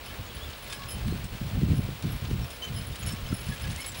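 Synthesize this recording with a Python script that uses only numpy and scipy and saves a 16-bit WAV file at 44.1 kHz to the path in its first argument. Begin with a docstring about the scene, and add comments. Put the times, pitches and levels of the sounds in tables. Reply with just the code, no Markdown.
"""Gusts buffet the microphone in an open field, over a steady rustle of leaves.
Some way off, two horses draw a cultivator and slowly come nearer. Its tines scrape through the soil;
its frame ticks, squeaks, knocks and clanks, and large and small harness links jingle as they strike.
The recorder adds a thin whine."""
import sys
import numpy as np
from scipy import signal
from scipy.fft import rfft, irfft
from scipy.io import wavfile
from scipy.ndimage import uniform_filter1d, map_coordinates

SR = 44100
rng = np.random.default_rng(int(sys.argv[2]) if len(sys.argv) > 2 else 0)


def inscribe(sig):
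    """Save sig as 16-bit PCM at rate SR to the path in sys.argv[1].

    A 1-D sig is mono; a 2-D sig holds one channel per row.
    Samples are clipped to [-1, 1] before scaling.
    """
    pcm = np.round(np.clip(np.atleast_2d(sig).T, -1, 1) * 32767)
    wavfile.write(sys.argv[1], SR, pcm.astype(np.int16))


N = 176400


def undb(db):
    """Decibels to gain."""
    return 10 ** (np.asarray(db) / 20)


def unit(x):
    """Scale to rms 1."""
    return x / np.sqrt(np.mean(x ** 2))


def curve(rows):
    """Join (time [s], value) rows by straight lines."""
    return np.interp(np.arange(N) / SR, *np.array(rows).T)


def colour(x, spectrum):
    """Filter by (frequency [Hz], level [dB]) rows; rms 1."""
    hz, db = np.array(spectrum).T
    f = np.maximum(np.fft.rfftfreq(len(x), 1 / SR), 1)
    gain = undb(np.interp(np.log(f), np.log(hz), db))
    low_cut = np.minimum(f / hz[0], 1) ** 2
    return unit(irfft(rfft(x) * gain * low_cut, len(x)))


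def noise(spectrum):
    """Noise of the given spectrum; rms 1."""
    return colour(rng.standard_normal(N), spectrum)


def wander(rate_hz):
    """Smooth random drift; rms 1."""
    position = np.arange(N) / SR * rate_hz
    return unit(map_coordinates(rng.standard_normal(N // 10), [position], order=3, mode="wrap"))


def fade(t60):
    """Half a second of exponential decay."""
    return np.exp(-np.log(1000) * np.arange(SR // 2) / SR / t60)


def add(out, at, x):
    """Mix x in at a time in seconds."""
    i = int(np.clip(at * SR, 0, N - 1))
    out[i:i + len(x)] += x[:N - i]


def ring(modes, ring_share=1, register_db=(0, 0, 0, 0)):
    """One blow on metal: the spot struck favours some modes; contact damps them and makes them chatter."""
    t = np.arange(SR // 2) / SR
    out = np.zeros(len(t))
    for hz, db, t60 in modes:
        detune, phase = rng.standard_normal(2)
        tone = np.sin(2 * np.pi * (hz * (1 + 0.00252 * detune) * t + phase))
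        chatter = 1 + 0.79 * np.interp(t, np.linspace(0, .5, num=90), rng.standard_normal(90))
        register = np.searchsorted((8000, 10800, 12500), hz)  # low, middle, upper or top
        out += undb(db + register_db[register]) * fade(t60 * ring_share) * chatter * tone
    return out * (1 - np.exp(-t / 0.0012))  # 1.2 ms attack


# Leaves and open air around the microphone (frequency [Hz], level [dB])
LEAF_SPECTRUM = [(120,-29),(200,-0.5),(330,-4.5),(520,-2),(760,-5),(1100,-6),(1500,-7.5),(1900,-10.5),(2400,-7.5),(3000,-8.5),(4400,-12),(6200,-22),(10000,-21.5),(12200,-29),(13600,-21),(14800,-34),(16000,-49)]

def leaves():
    """Leaves rustle evenly all round, with a slight flicker."""
    return noise(LEAF_SPECTRUM) * undb(-45.5 + 0.74 * wander(14))


# Light air at the microphone (frequency [Hz], level [dB])
BREEZE_SPECTRUM = [(18,-25),(45,11),(75,13),(120,-17),(250,-27),(600,-54)]

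def breeze():
    """A steady breeze rumbles on between the gusts."""
    return undb(-48.5) * noise(BREEZE_SPECTRUM)


def turbulence(spectrum):
    """Low churning air, evened out so that the gust can set its level."""
    churn = noise(spectrum)
    local_power = uniform_filter1d(churn ** 2, SR // 30)
    return unit(churn / np.sqrt(local_power + 0.052))


# Gust strength right on the microphone (time [s], level [dB])
GUST_LEVEL = [(0.0, -51), (0.1, -39.5), (0.17, -49.5), (0.2, -37), (0.32, -45), (0.37, -35), (0.4, -49),
              (0.5, -39), (0.6, -48.5), (0.86, -39), (0.9, -45), (0.97, -28.5), (1.0, -40.5), (1.08, -25.5),
              (1.12, -27.5), (1.31, -36.5), (1.39, -45), (1.43, -27.5), (1.47, -36), (1.5, -32.5),
              (1.58, -24), (1.6, -33.5), (1.64, -21), (1.66, -25.5), (1.73, -21.5), (1.76, -30),
              (1.79, -22.5), (1.83, -29), (1.91, -31), (1.95, -40), (2.015, -45), (2.045, -23.5),
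              (2.21, -39), (2.23, -32.5), (2.31, -27), (2.41, -30), (2.45, -28), (2.49, -42), (2.53, -43),
              (2.64, -51), (2.72, -33.5), (2.74, -30.5), (2.8, -36.5), (2.93, -36), (2.96, -54),
              (2.99, -38), (3.09, -30), (3.11, -34.5), (3.14, -26), (3.16, -43.5), (3.29, -33),
              (3.33, -24.5), (3.36, -37), (3.45, -40), (3.5, -26), (3.56, -48.5), (3.63, -33.5),
              (3.73, -33), (3.82, -48.5), (3.91, -39.5), (4.0, -41)]
# Slow rumble and small eddies of the gusts (frequency [Hz], level [dB])
RUMBLE_SPECTRUM = [(15,-35),(30,-12),(50,-4.5),(80,-0.5),(120,-1),(170,-10),(260,-20.5),(450,-36),(1000,-45),(8000,-110)]
EDDY_SPECTRUM = [(40,-27),(100,-1),(160,3.5),(210,-3),(330,-15.5),(500,-26.5),(900,-54),(2500,-58),(10000,-100)]
# Single hard buffets on the microphone (time [s], level [dB], half width [s])
WIND_BUFFETS = [(.971,-29,0.0015),(1.126,-21.5,0.0011),(1.417,-22.5,0.0019),(1.578,-23,0.0013),(1.619,-25,0.00095),(1.633,-14.5,0.0014),(1.734,-17,0.0016),(1.794,-21.5,0.0014),(1.89,-27.5,0.00089),(2.313,-20.5,0.0011),(3.329,-17,0.0014),(3.502,-25,0.0018)]

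def gusts(strong_db=-28):
    """Gusts rumble on the microphone; strong ones shed brighter eddies and single pressure jolts."""
    gust_db = curve(GUST_LEVEL)
    rumble_db = gust_db - 2.5 + 3.5 * wander(35)
    eddy_db = strong_db - 8 + 2 * (gust_db - strong_db)  # eddies grow 2 dB per dB of gust
    out = undb(rumble_db) * turbulence(RUMBLE_SPECTRUM) + undb(eddy_db) * turbulence(EDDY_SPECTRUM)
    for at, db, half_width in WIND_BUFFETS:
        u = np.arange(-SR // 100, SR // 100) / SR / half_width
        jolt = 2 * u * np.exp(-u ** 2)
        add(out, at - 0.01, undb(db) * jolt)
    return out


# Tines in the soil, heard from across the field (time [s], level [dB])
SOIL_LEVEL = [(0,-52.5),(.6,-50),(1.2,-49),(1.5,-51.5),(2.4,-49.5),(2.9,-49.5),(3.1,-44.5),(3.25,-48),(3.55,-46.5),(3.85,-46.5),(4,-46)]
# Their gritty hiss (frequency [Hz], level [dB])
SOIL_SPECTRUM = [(300,-30),(800,-1),(1700,5.5),(3000,6.5),(5000,-0.5),(7000,-4.5),(10000,-6),(15000,-17)]

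def soil_scrape(grains_per_s=350):
    """Dense grains of soil hit the tines, growing louder as the team nears."""
    hits = rng.random(N) < grains_per_s / SR
    grains = hits * undb(0.5 * np.minimum(rng.exponential(size=N), 4))
    power = np.abs(signal.fftconvolve(grains ** 2, fade(t60=0.039) ** 2)[:N])
    grit = np.sqrt(power) * rng.standard_normal(N)
    return colour(grit, SOIL_SPECTRUM) * undb(curve(SOIL_LEVEL))


# Chain and fittings on the cultivator (time [s], level [dB], t60 [s], resonance [Hz])
FITTING_TICKS = [(.699,-45,.09,9400),(0.725,-41.5,0.15,4700),(.905,-45,.17,9600),(1.071,-46,0.055,8300),(1.241,-47.5,.15,8100),(2.024,-43.5,.02,10000),(2.503,-44.5,0.076,8900),(2.957,-39.5,.03,9800),(3.062,-43,0.065,9600),(3.085,-39,0.07,8400),(3.121,-40.5,.1,8500),(3.486,-45,.027,6000),(3.71,-44,.09,6500),(3.761,-29,0.015,8340),(3.806,-45,.09,8400),(3.861,-37.5,.04,9600),(3.919,-43,.07,7100)]
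# The noise burst of a tick (frequency [Hz], level [dB])
TICK_SPECTRUM = [(1000,-30),(2500,-3),(4000,-4),(6000,-4.5),(8300,0),(10000,-1.5),(12000,-19),(16000,-28)]

def fitting_ticks(bandwidth_hz=400):
    """Dry, bright contacts rattle as they die, each with the resonance of its own fitting."""
    out = np.zeros(N)
    for at, db, t60, hz in FITTING_TICKS:
        burst = colour(rng.standard_normal(SR // 2), TICK_SPECTRUM)
        resonance = signal.lfilter(*signal.iirpeak(hz, hz / bandwidth_hz, fs=SR), burst)
        add(out, at, undb(db) * fade(t60) * unit(burst + undb(2.5) * resonance))
    rattle = undb(2.5 * wander(250))
    return out * rattle


# The cultivator's joints (time [s], length [s], start pitch [Hz], end pitch [Hz], level [dB])
JOINT_SQUEAKS = [(0.076,0.049,2980,3120,-47),(0.262,0.032,6650,6850,-52),(0.298,0.019,3400,3210,-44),(0.396,0.074,3260,3580,-44.5),(.96,.06,6240,7000,-62),(1.095,.045,4000,4350,-49),(1.468,.03,5900,5700,-55),(2.415,.036,5430,5500,-48),(2.619,0.04,3060,3063,-33),(2.65,.047,3080,3010,-43.5),(2.643,.029,6800,6900,-51),(3.023,0.023,6870,6950,-43.5),(3.256,0.024,3080,3020,-43),(3.286,0.024,5180,5000,-44),(3.511,0.037,1685,1670,-38.5),(3.64,0.03,1670,1645,-43.5),(3.779,.038,2070,2250,-39),(3.815,.02,3090,2980,-43),(3.831,0.049,2190,2200,-42.5),(3.866,0.047,8100,7500,-40.5)]

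def joint_squeaks():
    """Dry joints slip in short, raspy glides."""
    out, waver = np.zeros(N), 1 + 0.01 * wander(700)
    for at, length, start_hz, end_hz, db in JOINT_SQUEAKS:
        u = np.linspace(0, 1, int(length * SR))
        glide_hz = start_hz + (end_hz - start_hz) * u
        phase = 2 * np.pi * np.cumsum(glide_hz * waver[int(at * SR):][:len(u)]) / SR
        tone = np.sin(phase) + undb(-15) * np.sin(2 * phase)
        swell = 2 * np.sqrt(u * (1 - u))
        add(out, at, undb(db) * swell * tone)
    rasp = unit(undb(2 * wander(300)))
    return out * rasp


# Loose bars and tines (time [s], pitch [Hz], level [dB], t60 [s])
BAR_KNOCKS = [(.7,3560,-38.5,.12),(0.73,1677,-44,.2),(0.764,1108,-45,0.62),(2.24,1020,-44.5,0.18),(2.93,3650,-41,.06),(3.324,1350,-32.5,0.034),(3.98,1690,-39,0.079)]

def bar_knocks():
    """Loose bars and tines knock, each sounding one note."""
    out = np.zeros(N)
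    for at, hz, db, t60 in BAR_KNOCKS:
        add(out, at, ring([(hz, db, t60)]))
    return out


# Modes of the cultivator frame (frequency [Hz], level [dB], t60 [s])
FRAME_MODES = [(1108,-5,.7),(1300,-10,.25),(1640,-5,.25),(1695,-1,.35),(2210,-5,.35),(2600,-8,.15),(3040,-4,.2),(3645,-6,.13),(4495,-10,.2),(5560,-12,.12)]
# Jolts of the frame, some way off (time [s], relative crunch level [dB], relative ring level [dB])
FRAME_JOLTS = [(.05,-48.5,-51),(0.099,-56,-44),(0.366,-48,-47),(0.531,-46.5,-49.5),(0.699,-43.5,-47),(0.726,-38,-45),(0.819,-46,-50),(0.833,-46.5,-61),(1.079,-47,-48),(2.024,-44,-61),(2.25,-45.5,-58),(2.956,-47.5,-57),(3.089,-44,-45),(3.261,-56,-51),(3.516,-48,-53),(3.645,-55,-46),(3.702,-45,-52),(3.844,-43,-52),(3.945,-43.5,-67)]
# The crunch of a jolt (frequency [Hz], level [dB])
CRUNCH_SPECTRUM = [(400,-36),(900,2),(1600,-6),(3400,4.5),(5000,-1.5),(8000,-17),(16000,-42)]

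def frame_clanks():
    """Jolts ring the frame, each with a short crunch."""
    ringing, envelope = np.zeros(N), np.zeros(N)
    for at, crunch_db, ring_db in FRAME_JOLTS:
        add(ringing, at, undb(ring_db - 3) * ring(FRAME_MODES))
        add(envelope, at, undb(crunch_db + 4.5) * fade(t60=0.069))
    crunch = uniform_filter1d(envelope, size=180) * noise(CRUNCH_SPECTRUM)
    return ringing + crunch


def link_strikes(modes, strikes, bounce_s=0.008):
    """Links strike and bounce once; each strike has its own balance of modes."""
    out = np.zeros(N)
    for at, db, low_db, upper_db, top_db, ring_share in strikes:
        balance = (low_db, 0, upper_db, top_db)
        add(out, at, undb(db) * ring(modes, ring_share, balance))
        bounce_at = at + bounce_s * (.5 + rng.random())
        add(out, bounce_at, undb(db - 3) * ring(modes, ring_share, balance))
    return out


# Modes of the large and the small harness links (frequency [Hz], level [dB], t60 [s])
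LARGE_LINK_MODES = [(3070,-9,.4),(5130,-7,.38),(10085,-6,.15),(10150,-3,.29),(11025,-7,.2),(11100,-11,.12),(13385,-15,.18),(13800,-20,.16)]
SMALL_LINK_MODES = [(2980,-12,.25),(5340,-4.5,.36),(6922,-14,.25),(10457,-2,.33),(10540,-10,.15),(11369,-5,.35),(13970,-15,.3),(14430,-22,.25)]
# Links striking on the horses, some way off (time [s], relative level [dB], low-mode gain [dB],
# upper-mode gain [dB], top-mode gain [dB], ring length [share of the free ring])
LARGE_LINK_STRIKES = [(0.05, -51, 4, -4, 3, 0.7), (0.348, -47.5, -8, -9, -2, 0.6),
                      (0.623, -48, 5, 6, 8, 0.25), (0.676, -51, 3, -3, 15, 0.5),
                      (0.696, -48, 0, -4, -8, 0.9), (0.727, -54.5, 10.5, 4, 6, 1.2),
                      (0.885, -43, 0, 4, 8, 0.88), (0.904, -38, -1, 2, 1, 0.61),
                      (1.08, -49, -7, 1, 4, 0.33), (2.535, -53, -1, 5, 8, 0.6),
                      (2.741, -47.5, -2, 4, -4, 0.55), (2.763, -41, 2, 1, -5, 0.61),
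                      (2.864, -45, -14, -2, -3, 0.44), (2.991, -42, -9, -8, -3, 0.42),
                      (3.355, -42.5, -3, -2, -2, 0.39), (3.457, -45, 1, -4, -2, 0.28),
                      (3.491, -45, -4, -3, 0, 0.4), (3.543, -50, 7, 10, 1, 0.35),
                      (3.618, -47.5, 5.5, 7, 10, 0.4), (3.801, -41, -4, 2, -1, 0.35),
                      (3.861, -31.5, -14, -12, 0, 0.38), (3.972, -51, 5, 15, 9, 0.9)]
SMALL_LINK_STRIKES = [(1.244, -62, 13, 2, 1, 0.6), (1.752, -47, -8, -9, -11, 0.8),
                      (2.105, -52, 1, 7.5, 9, 0.92), (2.441, -63, 1, 7, 1, 1.1),
                      (2.503, -51, 5, -7, -1, 0.7), (3.061, -33, 0, -10, -11, 0.32),
                      (3.085, -58.5, 18.5, 11, 14, 0.9), (3.333, -44.5, -1.5, -13, -14, 0.96),
                      (3.402, -50.5, -8, 1, -2, 1), (3.506, -46, -4, -8, -2, 0.3),
                      (3.695, -45, -6, -17, -10, 1), (3.772, -47, -12, -5, -8, 1),
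                      (3.806, -44, 5, -7, -3, 0.6), (3.99, -48, 9, 4, 9, 0.8)]

def harness(touches=130):
    """Harness links jingle: clear strikes among faint random touches."""
    large = undb(1) * link_strikes(LARGE_LINK_MODES, LARGE_LINK_STRIKES)
    small = undb(0.5) * link_strikes(SMALL_LINK_MODES, SMALL_LINK_STRIKES)
    faint = np.zeros(N)
    for k, (when, strength) in enumerate(rng.random((touches, 2))):
        modes = LARGE_LINK_MODES if k % 2 else SMALL_LINK_MODES
        add(faint, when * N / SR, 2 * strength * undb(-64) * ring(modes))
    return large + small + faint


def scene():
    """One microphone in the windy field, with the team some way off."""
    air = leaves() + breeze() + gusts()
    cultivator = soil_scrape() + fitting_ticks() + joint_squeaks() + bar_knocks() + frame_clanks()
    return (air + cultivator + harness())[None]


def record(dry, whine_hz=15657.3, top_hz=15900):
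    """The recorder adds a thin whine, wavering slightly in level, and cuts the top."""
    tone = np.sqrt(2) * np.sin(2 * np.pi * whine_hz * np.arange(N) / SR)
    whine = undb(-53.5 - 0.5 * wander(24.2)) * tone
    low_pass = signal.ellip(12, .1, 80, top_hz, fs=SR, output="sos")
    return signal.sosfilt(low_pass, dry + whine)


dry = scene()
out = record(dry)
inscribe(out)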